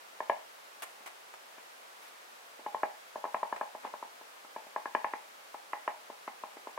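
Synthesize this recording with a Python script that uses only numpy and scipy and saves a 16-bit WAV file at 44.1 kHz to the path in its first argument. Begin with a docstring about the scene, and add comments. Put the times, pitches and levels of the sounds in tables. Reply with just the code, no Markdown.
"""Throughout, a steady wide hiss of room and microphone: coloured noise with partly alike channels.
From 0.2 s an oil pastel is dabbed onto paper taped to a wooden table: a soft push rings the table's modes.
Two dabs come close together, then sparse ones, then from 2.6 s quick runs of about ten a second.
Between 0.8 and 3.9 s the tip also makes seven dry scratches on the paper: bursts of crackling noise.
A small room answers each dab and scratch with a diffuse tail; the last dabs come just before 6.8 s."""
import sys
import numpy as np
from scipy import signal
from scipy.fft import rfft, irfft, next_fast_len
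from scipy.io import wavfile
from scipy.ndimage import uniform_filter1d

SR = 44100
rng = np.random.default_rng(int(sys.argv[2]) if len(sys.argv) > 2 else 0)


def materialize(psi):
    """Save the field psi as 16-bit PCM at rate SR to the path in sys.argv[1].

    A 1-D psi becomes a single channel; in a 2-D psi each row is a channel.
    """
    bounded = np.clip(np.atleast_2d(psi).T, -1, 1)
    quanta = np.round(bounded * 32767).astype(np.int16)
    wavfile.write(sys.argv[1], SR, quanta)


N = 298998  # length in samples


def amp(db):
    """Decibel law: 20 dB is a tenfold amplitude ratio."""
    return 10 ** (np.asarray(db) / 20)


def unit(x):
    """Power normalisation: x scaled to rms 1."""
    return x / np.sqrt(np.mean(x ** 2) + 1e-20)


def along(points, hz):
    """Logarithmic frequency scale: (Hz, value) points interpolated over log frequency."""
    f, v = np.transpose(points)
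    return np.interp(np.log(hz + 1), np.log(f + 1), v)


def filtered(x, response):
    """Linear filtering: the spectrum of x times a response that is a function of frequency."""
    n = x.shape[-1]
    m = next_fast_len(n + 8192)  # zero padding leaves space for the filter's ringing
    hz = np.fft.rfftfreq(m, 1 / SR)
    return irfft(rfft(x, m) * response(hz), m)[..., :n]


def add(track, s, sound):
    """Superposition: a stereo sound is summed into the track at time s."""
    start = max(round(s * SR), 0)
    part = track[:, start:][:, :sound.shape[1]]
    part += sound[:, :part.shape[1]]


# Spectrum of the background hiss: pitch_hz [Hz], level_db [relative dB per Hz]
HISS_SPECTRUM = [(30, -32), (80, -47), (125, -29), (200, -15.5), (310, -9), (500, 1), (800, 3), (1300, 2),
                 (2200, -2.5), (4000, -7.5), (8000, -13), (12500, -16), (15500, -19)]
# Correlation of left and right hiss: pitch_hz [Hz], likeness [-1 to 1]
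HISS_LIKENESS = [(60, 0.21), (130, 1), (290, 0.14), (640, -0.3), (1410, -0.35), (3100, -0.025),
                 (6820, 0.11), (15000, 0.25)]


def hiss(level_db=-52.5):
    """Partial coherence: the mid-to-side ratio of stationary noise sets the likeness of its channels."""
    def mid_and_side(hz):
        # cos(angle)^2 - sin(angle)^2 equals the likeness
        angle = np.arccos(np.clip(along(HISS_LIKENESS, hz), -1, 1)) / 2
        return amp(along(HISS_SPECTRUM, hz)) * [np.cos(angle), np.sin(angle)]

    mid, side = filtered(rng.standard_normal((2, N)), mid_and_side)
    return amp(level_db) * unit(np.array([mid + side, mid - side]))


# Reverberation time of the room: pitch_hz [Hz], t60_s [s]
ROOM_DECAY = [(200, 0.48), (900, 0.3), (2500, 0.4), (10000, 0.6)]
# Spectrum of the reverberant tail: pitch_hz [Hz], level_db [dB]
ROOM_SPECTRUM = [(150, -16), (400, -12.5), (800, -3.5), (1300, -14.5), (2200, -4.5), (3500, -9.5),
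                 (14000, -12)]


def in_room(sound, build_s=0.0058):
    """Diffuse reverberation: a noise tail builds up, then decays at a rate set by frequency."""
    hz, t, bands = signal.stft(rng.standard_normal((2, SR // 3)), SR, nperseg=256)
    decay = amp(-60 * t / along(ROOM_DECAY, hz)[:, None])
    fade = decay * (1 - np.exp(-(t / build_s) ** 2))
    fade = fade / np.linalg.norm(fade, axis=1, keepdims=True)  # equal energy in every band
    tail = signal.istft(bands * fade, SR, nperseg=256)[1]
    tail = tail / np.linalg.norm(tail[0])
    tail = filtered(tail, lambda f: amp(along(ROOM_SPECTRUM, f)))
    return sound + signal.fftconvolve(sound, tail, axes=1)[:, :sound.shape[1]]


# Spectrum of friction on the paper: pitch_hz [Hz], level_db [relative dB per Hz]
PAPER_SPECTRUM = [(100, -35), (300, -1.5), (900, 11), (2500, 5.5), (5000, -6.5), (9500, -3), (13000, -7.5),
                  (16000, -14)]
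# Drags of the tip: start_s [s], level_db [dB rms before the stroke's fade], length_s [s before the
# release], tilt_db [dB per octave well above 2 kHz]
SCRATCH_STROKES = [(0.8215, -38.5, 0.016, 1.5), (1.06, -43.5, 0.018, -0.5), (1.338, -44.5, .002, -4),
                   (2.015, -56, 0.074, 1), (2.085, -64.5, .08, -6), (3.562, -38, 0.003, -7.5),
                   (3.834, -46.5, 0.043, -11)]


def scratches(rise_s=0.0004, release_s=0.0074, grit_db=3, grain_size=24, catch_db=12):
    """Stick-slip friction: the tip catches with a sharp tick, then crackles over fibres until it lifts."""
    track, t = np.zeros((2, N)), np.arange(SR // 3) / SR
    for s, db, length, tilt_db in SCRATCH_STROKES:
        grain = unit(uniform_filter1d(rng.standard_normal(len(t)), grain_size))  # size in samples
        fibres = amp(grit_db * grain)  # the grain varies the force in dB
        slips = unit(fibres * rng.standard_normal((2, len(t))))
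        slips[:, 2 * grain_size] += amp(catch_db)  # the tick, about 1 ms in
        colour = lambda hz: amp(along(PAPER_SPECTRUM, hz) + tilt_db * np.log2(1 + hz / 2000))
        friction = unit(filtered(slips, colour))
        rise = 1 - np.exp(-t / rise_s)
        release = np.exp(-np.maximum(t - length, 0) / release_s)
        add(track, s, in_room(amp(db) * rise * release * friction))
    return track


# Modes of the table top: pitch_hz [Hz], level_db [dB], t60_s [s], pan_db [dB, left over right]
TABLE_MODES = [(221, -18.5, 0.034, 1), (406, -14.5, 0.011, 0.5), (639, -7, 0.022, -2), (825, 8, 0.1, 0.5),
               (892.5, 1.33, 0.012, 3), (1134, -3, 0.0082, 3.5), (1696, -6.5, 0.023, 7),
               (1890, -12.5, 0.019, -15), (2148, -15, 0.029, 18), (2417, -18.5, 0.012, -13.5),
               (2933, -20, 0.015, -2)]


def table_top(hz, spot_db=2.0, low_hz=175, tick_db=-50):
    """Modal superposition: damped resonances add up, weighted a little differently at each spot touched."""
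    response = np.full((2, len(hz)), amp(tick_db), complex)  # the paper adds a faint tick
    for k, (centre, db, t60, pan_db) in enumerate(TABLE_MODES):
        width = np.log(1000) / (np.pi * t60)  # bandwidth in Hz
        damping = 1j * hz * width
        mode = (-1) ** k * damping / (centre ** 2 - hz ** 2 + damping)  # signs alternate
        side_db = np.array([[pan_db], [-pan_db]]) / 2
        response += amp(db + spot_db * rng.standard_normal() + side_db) * mode
    return response * hz ** 2 / np.sqrt(hz ** 4 + low_hz ** 4)  # the board radiates little bass


# The grip turns the tip from blunt face to edge: start_s [s], contact_s [s, for a medium dab; longer is duller]
TIP_CONTACT = [(.25, 0.00033), (1, 0.00061), (4.6, 0.00048), (5.1, 0.00029), (5.55, 0.00055),
               (5.73, 0.00023), (5.88, 0.00026), (6.1, .00058), (6.67, 0.0005), (6.78, 0.00022)]
MEDIUM_DB = -17  # level of a medium dab
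STIFFENING = 0.36  # dB by which the contact shortens for each dB above medium


def contact_time(s, db):
    """Nonlinear contact stiffness: wax stiffens under load, so a harder push is shorter and brighter."""
    return np.interp(s, *np.transpose(TIP_CONTACT)) * amp(-STIFFENING * (db - MEDIUM_DB))


# Reflections from near surfaces: delay_s [s], left_gain [ratio], right_gain [ratio]
NEAR_SURFACES = [(.00296, 0.3, .3), (.00682, 0.13, 0.14), (0.0124, 0.07, 0.1), (.01787, 0.1, 0.13),
                 (.02242, .12, 0.12), (.02622, 0.076, .1)]
# Dabs of the tip: start_s [s], level_db [dB peak of the two channels' mean, before the room's tail]
DAB_STARTS = [(0.202, -21.5), (0.295, -14), (1.003, -47), (1.578, -41.5), (2.59, -42), (2.66, -26),
              (2.744, -21), (2.83, -16), (3.155, -27), (3.239, -22), (3.249, -25.5), (3.342, -18.5),
              (3.428, -19), (3.523, -22), (3.609, -20.5), (3.747, -32.5), (3.847, -28), (3.936, -28),
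              (4.024, -27.5), (4.209, -41.5), (4.444, -41.5), (4.56, -28.5), (4.664, -44.5), (4.759, -21),
              (4.854, -24), (4.947, -14.5), (5.042, -19.5), (5.133, -22.5), (5.541, -32), (5.73, -22),
              (5.875, -18.5), (6.097, -34), (6.275, -28), (6.434, -27), (6.566, -38.5), (6.669, -28.5),
              (6.774, -27.5)]
ONSET_LAG_S = 0.002533  # fixed lag from each listed start to the centre of the push


def dabs(size=8192, lead_count=128, drag_db=-28, drag_s=0.0071, wax_hz=3600):
    """Impact excitation: a short soft push and a little drag ring the table; near surfaces repeat it."""
    track, hz, t = np.zeros((2, N)), np.fft.rfftfreq(size, 1 / SR), np.arange(size) / SR
    delay = lambda s: np.exp(-2j * np.pi * hz * s)
    echoes = 1 + sum(np.array([[left], [right]]) * delay(s) for s, left, right in NEAR_SURFACES)
    wax = 1 / np.sqrt(1 + (hz / wax_hz) ** 6)  # the soft tip passes little treble
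    lead_s = lead_count / SR  # space for the part of the push before its centre
    for s, db in DAB_STARTS:
        push = np.exp(-(hz * contact_time(s, db)) ** 2)
        # the drag over the paper's tooth is a brighter, ragged force that dies after the push
        ragged = rng.standard_normal(size) * np.exp(-t / drag_s)
        drag = amp(drag_db) * rfft(ragged) * hz / (hz + wax_hz)
        force = (push + drag) * wax * delay(lead_s)
        knock = irfft(force * table_top(hz) * echoes)
        knock = amp(db) * knock / np.abs(knock.mean(0)).max()
        add(track, s + ONSET_LAG_S - lead_s, in_room(knock))
    return track


def scene():
    """Superposition: the hiss, the dabs and the scratches add linearly."""
    return hiss() + dabs() + scratches()


def record(dry, top_hz=15850):
    """Band limitation: the recorder keeps nothing from its top frequency upward."""
    return filtered(dry, lambda hz: hz < top_hz)


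dry = scene()
out = record(dry)
materialize(out)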